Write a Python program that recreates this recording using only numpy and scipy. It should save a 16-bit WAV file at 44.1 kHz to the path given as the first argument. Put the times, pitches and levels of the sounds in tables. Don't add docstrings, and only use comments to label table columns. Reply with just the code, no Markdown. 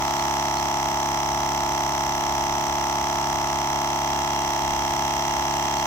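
import sys
import numpy as np
from scipy import signal
from scipy.fft import rfft, irfft
from scipy.io import wavfile
from scipy.ndimage import uniform_filter1d, map_coordinates

SR = 44100
rng = np.random.default_rng(int(sys.argv[2]) if len(sys.argv) > 2 else 0)


def store_pcm(level_fs):
    pcm = np.round(np.clip(level_fs, -1, 1) * 32767).astype(np.int16)
    wavfile.write(sys.argv[1], SR, np.atleast_2d(pcm).T)


N = 258426
TIME = np.arange(N) / SR

# start_s, length_s, start_pitch_hz, end_pitch_hz, level_db
BIRD_CHIRPS = [(0.065, 0.051, 4600, 3480, -44), (.184, 0.024, 4200, 4400, -34),
               (.455, 0.049, 4620, 3700, -45), (0.564, 0.035, 4150, 4500, -34),
               (5.406, 0.037, 4350, 3800, -46), (5.512, .032, 4150, 4660, -40),
               (5.77, .045, 4600, 4000, -39)]
# pitch_hz, level_db
RUMBLE_TONE = [(10, -28), (28, -40), (45, -21), (65, -21), (90, -25), (150, -29.5), (400, -74), (4000, -91)]
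# pitch_hz, level_db
RUSH_TONE = [(30, -47), (130, -32.5), (190, -29), (330, -31.5), (450, -35), (540, -35), (640, -22),
             (740, -24), (880, -24.5), (1100, -28.5), (1300, -28), (1500, -35), (2500, -46.5), (8000, -80)]
# time_s, speed_turns_per_s
CRANK_SPEED = [(0.0, 34.721), (0.5, 34.741), (1.3, 34.75), (1.8, 34.816), (2.3, 34.829), (2.6, 34.791),
               (3.2, 34.858), (3.7, 34.807), (4.2, 34.863), (4.6, 34.821), (5.4, 34.831), (5.86, 34.814)]
WHINE_MULTIPLES = (80, 93, 94, 216)
# left_db, right_db
WHINE_LEVELS = [(-52, -48), (-66, -46.5), (-52.5, -69), (-79, -77)]
# time_s, whine_gain_db, drone_top_gain_db
SLOW_CHANGES = [(0, -4, 3), (.6, -2, 0.8), (2, -2, 0.5), (3.4, -2, 1), (4.2, 3, 0), (4.8, 2, -0.8),
                (5.86, 3, -0.5)]
# angle_turns, spread_turns, pitch_hz, level_db
VALVE_SQUEALS = [(0.274, 0.048, 5650, -25.5), (0.38, 0.012, 6050, -32.5), (.745, 0.03, 6020, -27),
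                 (0.879, 0.051, 6107, -25.5), (0.95, 0.019, 5620, -27)]
# time_s, gain_db
SQUEAL_GAIN = [(0, -7.5), (.4, -4), (2, -3), (3.2, -4), (4, -4.5), (5.86, -3.5)]
# angle_turns, pitch_hz, width_hz, left_db, right_db
CASE_CLACKS = [(.674, 2665, 190, -31.5, -34.5), (.681, 1777, 203, -45, -31), (.756, 3340, 222, -33, -42.5),
               (0.811, 2035, 440, -26.5, -23.5)]
# time_s, gain_db
SPIT_GAIN = [(0, -4), (1, 0.5), (2.5, 4), (4, -2), (5.86, -6)]
# angle_turns, spread_turns, level_db
PISTON_RUBS = [(.3, 0.038, 2), (.42, 0.075, 0), (0.777, 0.038, 5.5), (0.861, 0.028, 5)]
# angle_turns, level_db
ROD_KNOCKS = [(0.389, 10), (0.678, 15), (.762, 15), (0.823, 18.5), (.853, 20), (.878, 13.5)]
# time_s, gain_db
CLATTER_GAIN = [(0, 1.5), (.25, 1.5), (.8, 0.5), (2, 0.5), (3.8, 0.43), (4.8, 1.1), (5.86, 1.3)]
# pitch_hz, gain_db
HOUSING_TONE_LEFT = [(500, -48.5), (1300, -50), (1650, -28.5), (2000, -30), (2300, -35), (3700, -31),
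                     (4500, -32.5), (6000, -30.5), (6800, -37), (8300, -35), (9200, -47.5), (11000, -42.5),
                     (12500, -44), (14400, -39), (15700, -41)]
HOUSING_TONE_RIGHT = [(500, -64), (1300, -40.5), (1650, -31.5), (2100, -25.5), (2500, -33.5), (4500, -34),
                      (5500, -26.5), (6300, -25.5), (7300, -34.5), (7800, -44.5), (8900, -54), (10200, -40),
                      (11200, -46.5), (15700, -47.5)]
# pitch_hz, width_hz, left_db, right_db
HOUSING_RINGS = [(1480, 140, 7.5, -15.5), (1756, 130, 4, 4.5), (1960, 130, 0.5, 2), (2550, 105, 8.5, 5),
                 (2833, 39, 15, -0.5), (3260, 130, 8, -1.5), (3960, 300, 0.5, 5), (5340, 90, -1, 4),
                 (5636, 55, 2, 6.5), (7550, 206, 8, 1), (8080, 190, 5, -11), (12950, 300, 8, 4),
                 (14500, 400, 5, -1)]
STROKE_ANGLES = (-.014, .505)
# pitch_hz, width_hz, left_db, right_db
THUMP_RINGS = [(147, 92, -28.5, -28), (245.55, 7.2, -45, -46.5), (336, 47.4, -27, -27),
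               (489.6, 79, -29, -41)]
# angle_turns, pitch_hz, left_db, right_db
INTAKE_PUFFS = [(.16, 853.5, -15.5, -17), (0.169, 1050, -26, -63), (.269, 779.7, -16, -18),
                (0.338, 746.4, -14, -15.5), (0.352, 940.7, -23.5, -19), (.375, 1138, -31.5, -23),
                (.477, 931.3, -24, -13.5), (0.733, 708, -14, -23.5), (0.787, 883.2, -17.5, -14),
                (0.81, 1225, -27.5, -23.5), (0.988, 629, -13, -15)]


def amp(db):
    return np.exp(np.asarray(db) * (np.log(10) / 20))


def evened(x):
    return x / np.sqrt(np.mean(x ** 2) + 1e-20)


def curve(rows):
    return np.interp(TIME, *np.transpose(rows))


def wander(rate_hz):
    hz = np.fft.rfftfreq(N // 32, 32 / SR)
    slow = evened(irfft(rfft(rng.standard_normal(N // 32)) / (1 + (hz / rate_hz) ** 4)))
    return np.interp(np.arange(N), 32 * np.arange(len(slow)), slow)


def colour(x, tone, rings=(), size=4096):
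    hz = abs(np.fft.fftfreq(size, 1 / SR))
    tone_hz, tone_db = np.transpose(tone)
    shape_db = np.interp(np.log(hz + 1), np.log(tone_hz), tone_db)
    shape_db += sum(db / (1 + (2 * (hz - pitch) / width) ** 2) for pitch, width, db in rings)
    response = np.exp(np.conj(signal.hilbert(np.log(amp(shape_db)))))
    taps = np.fft.ifft(response).real
    return signal.oaconvolve(x, taps[:size // 2])[:N]


def pair(a, b, likeness):
    return np.array([a, likeness * a + np.sqrt(1 - likeness ** 2) * b])


def swell(turns, angle, spread):
    return np.exp(-((turns - angle + .5) % 1 - .5) ** 2 / (2 * spread ** 2))


def below(hz, edge_hz, steepness=12):
    return 1 / (1 + (hz / edge_hz) ** steepness)


def ringing(blows, k, turn_hz):
    s = 2j * np.pi * k * turn_hz
    total = 0
    for angle, hz, width, *sides_db in blows:
        ring = 2 * np.pi * hz / ((s + np.pi * width) ** 2 + (2 * np.pi * hz) ** 2)
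        delay = np.exp(-2j * np.pi * k * angle)
        total += amp(sides_db) * 2 * turn_hz * ring * delay
    return total


def bird(left_db=-8):
    out = np.zeros(N)
    for start, length, start_hz, end_hz, db in BIRD_CHIRPS:
        progress = np.clip((TIME - start) / length, 0, 1)
        hz = start_hz + (end_hz - start_hz) * progress
        out += amp(db) * np.sin(np.pi * progress) * np.sin(2 * np.pi * np.cumsum(hz) / SR)
    return np.outer([amp(left_db), 1], out)


def outdoor_rumble(gust_db=2):
    sides = [colour(noise, RUMBLE_TONE, size=16384) for noise in rng.standard_normal((2, N))]
    return pair(*sides, likeness=0.5) * amp(gust_db * wander(1.8))


def piston_pressure(turns):
    return np.sqrt(1 + sum(amp(db) ** 2 * swell(turns, at, spread) for at, spread, db in PISTON_RUBS))


def intake_rush(turns, pulsing=0.99):
    pulsed = colour(rng.standard_normal(N) * evened(piston_pressure(turns) ** pulsing), RUSH_TONE)
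    steady = colour(rng.standard_normal(N), RUSH_TONE)
    return pair(pulsed, steady, likeness=0.9)


def motor_whine(turns, waver_db=1.0):
    out = np.zeros((2, N))
    for k, sides_db in zip(WHINE_MULTIPLES, WHINE_LEVELS):
        tone = np.sqrt(2) * np.sin(2 * np.pi * k * turns)
        out += np.outer(amp(sides_db), tone) * amp(waver_db * wander(6.1))
    return out * amp(curve([(s, db) for s, db, _ in SLOW_CHANGES]))


def valve_squeals(turns, left_db=-8):
    out, turn_hz = np.zeros(N), curve(CRANK_SPEED).mean()
    for angle, spread, hz, db in VALVE_SQUEALS:
        from_peak_s = ((turns - angle + .5) % 1 - .5) / turn_hz
        flutter, force_db = .3 * wander(50), wander(30)
        tone = np.sqrt(2) * np.sin(2 * np.pi * hz * from_peak_s + flutter)
        out += amp(db + force_db) * swell(turns, angle, spread) * tone
    return np.outer([amp(left_db), 1], out) * amp(curve(SQUEAL_GAIN))


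def case_clacks(turns, scatter_db=.6):
    out, turn_hz = np.zeros((2, N)), curve(CRANK_SPEED).mean()
    for angle, hz, width, *sides_db in CASE_CLACKS:
        since_s = (turns - angle) % 1 / turn_hz
        age = np.pi * width * since_s
        ring = age * np.exp(1 - age) * np.sin(2 * np.pi * hz * since_s)
        out += np.outer(amp(sides_db), ring) * amp(scatter_db * wander(30) + curve(CLATTER_GAIN))
    return out


def air_spit(turns, above_hz=12000):
    treble_only = signal.butter(4, above_hz, "high", fs=SR, output="sos")
    fizz = signal.sosfilt(treble_only, rng.standard_normal((2, N)))
    return amp(curve(SPIT_GAIN)) * fizz * swell(turns, angle=.82, spread=.055)


def piston_scrape(turns, size=1266):
    wall = rng.standard_normal(size)
    force = piston_pressure(np.arange(size) / size)
    for _ in range(2):
        wall = irfft(np.exp(1j * np.angle(rfft(wall * force))))
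    return evened(map_coordinates(wall, [turns % 1 * size], order=5, mode="grid-wrap"))


def rod_knocks(turns, looseness_s=.00002):
    out, nearby = np.zeros(N + 32), np.arange(-8, 9)
    for angle, db in ROD_KNOCKS:
        when_s = np.interp(np.arange(turns[-1] - 1) + angle, turns, TIME)
        when_s += looseness_s * rng.standard_normal(len(when_s))
        centre = np.clip(when_s * SR, 8, N)[:, None]
        index = centre.astype(int) + nearby
        clicks = np.sinc(index - centre) * np.hanning(len(nearby))
        np.add.at(out, index, amp(db) * clicks)
    return uniform_filter1d(out[:N], size=2)


def housing_clatter(turns, scrape_db=-2.0, hiss_db=-4.5, knock_db=-2, likeness=0.053, right_spit_db=-7):
    scrape = amp(scrape_db) * pair(piston_scrape(turns), piston_scrape(turns), likeness)
    hiss = amp(hiss_db) * evened(pair(*rng.standard_normal((2, N)), likeness) * piston_pressure(turns))
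    knocks = amp(knock_db) * rod_knocks(turns)
    spit = np.array([1, amp(right_spit_db)])[:, None] * air_spit(turns)
    left, right = (scrape + hiss + knocks) * amp(curve(CLATTER_GAIN)) + spit
    left = colour(left, HOUSING_TONE_LEFT, [(hz, width, db) for hz, width, db, _ in HOUSING_RINGS])
    right = colour(right, HOUSING_TONE_RIGHT, [(hz, width, db) for hz, width, _, db in HOUSING_RINGS])
    return np.array([left, right])


def pump_drone(turns, waver_db=0.45, waver_hz=5, unevenness=0.0068, top_from_hz=1100, tone_count=45):
    thump_top_hz = 469.5
    intake_low_hz, intake_high_hz = 694.6, 1510
    puff_width_hz = 61.3
    out, turn_hz = np.zeros((2, N)), curve(CRANK_SPEED).mean()
    top_db = curve([(s, db) for s, _, db in SLOW_CHANGES])
    thumps = [(angle, *ring) for angle in STROKE_ANGLES for ring in THUMP_RINGS]
    puffs = [(angle, hz, puff_width_hz, *sides_db) for angle, hz, *sides_db in INTAKE_PUFFS]
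    for k in range(1, tone_count + 1):
        hz = k * turn_hz
        hum = ringing(thumps, k, turn_hz) * below(hz, thump_top_hz)
        let_out = (1 - below(hz, intake_low_hz)) * below(hz, intake_high_hz, steepness=24)
        nasal = ringing(puffs, k, turn_hz) * let_out
        tone = np.outer(hum + nasal, np.exp(2j * np.pi * k * turns)).real
        out += tone * amp(waver_db * wander(waver_hz) + top_db * (hz > top_from_hz))
    return out * (1 + unevenness * wander(40))


def scene(start_turns=-.007, tremble_turns=0.0001, right_lag_samples=6):
    turns = start_turns + np.cumsum(curve(CRANK_SPEED)) / SR + tremble_turns * wander(51)
    machine = pump_drone(turns) + motor_whine(turns) + housing_clatter(turns)
    machine += case_clacks(turns) + valve_squeals(turns) + intake_rush(turns)
    left, right = machine + outdoor_rumble()
    right = np.interp(TIME - right_lag_samples / SR, TIME, right)
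    return np.array([left, right]) + bird()


def record(dry, top_hz=15850):
    taps = signal.firwin(511, top_hz, window=("kaiser", 9), fs=SR)
    return signal.oaconvolve(dry, taps[None], "same")


dry = scene()
out = record(dry)
store_pcm(out)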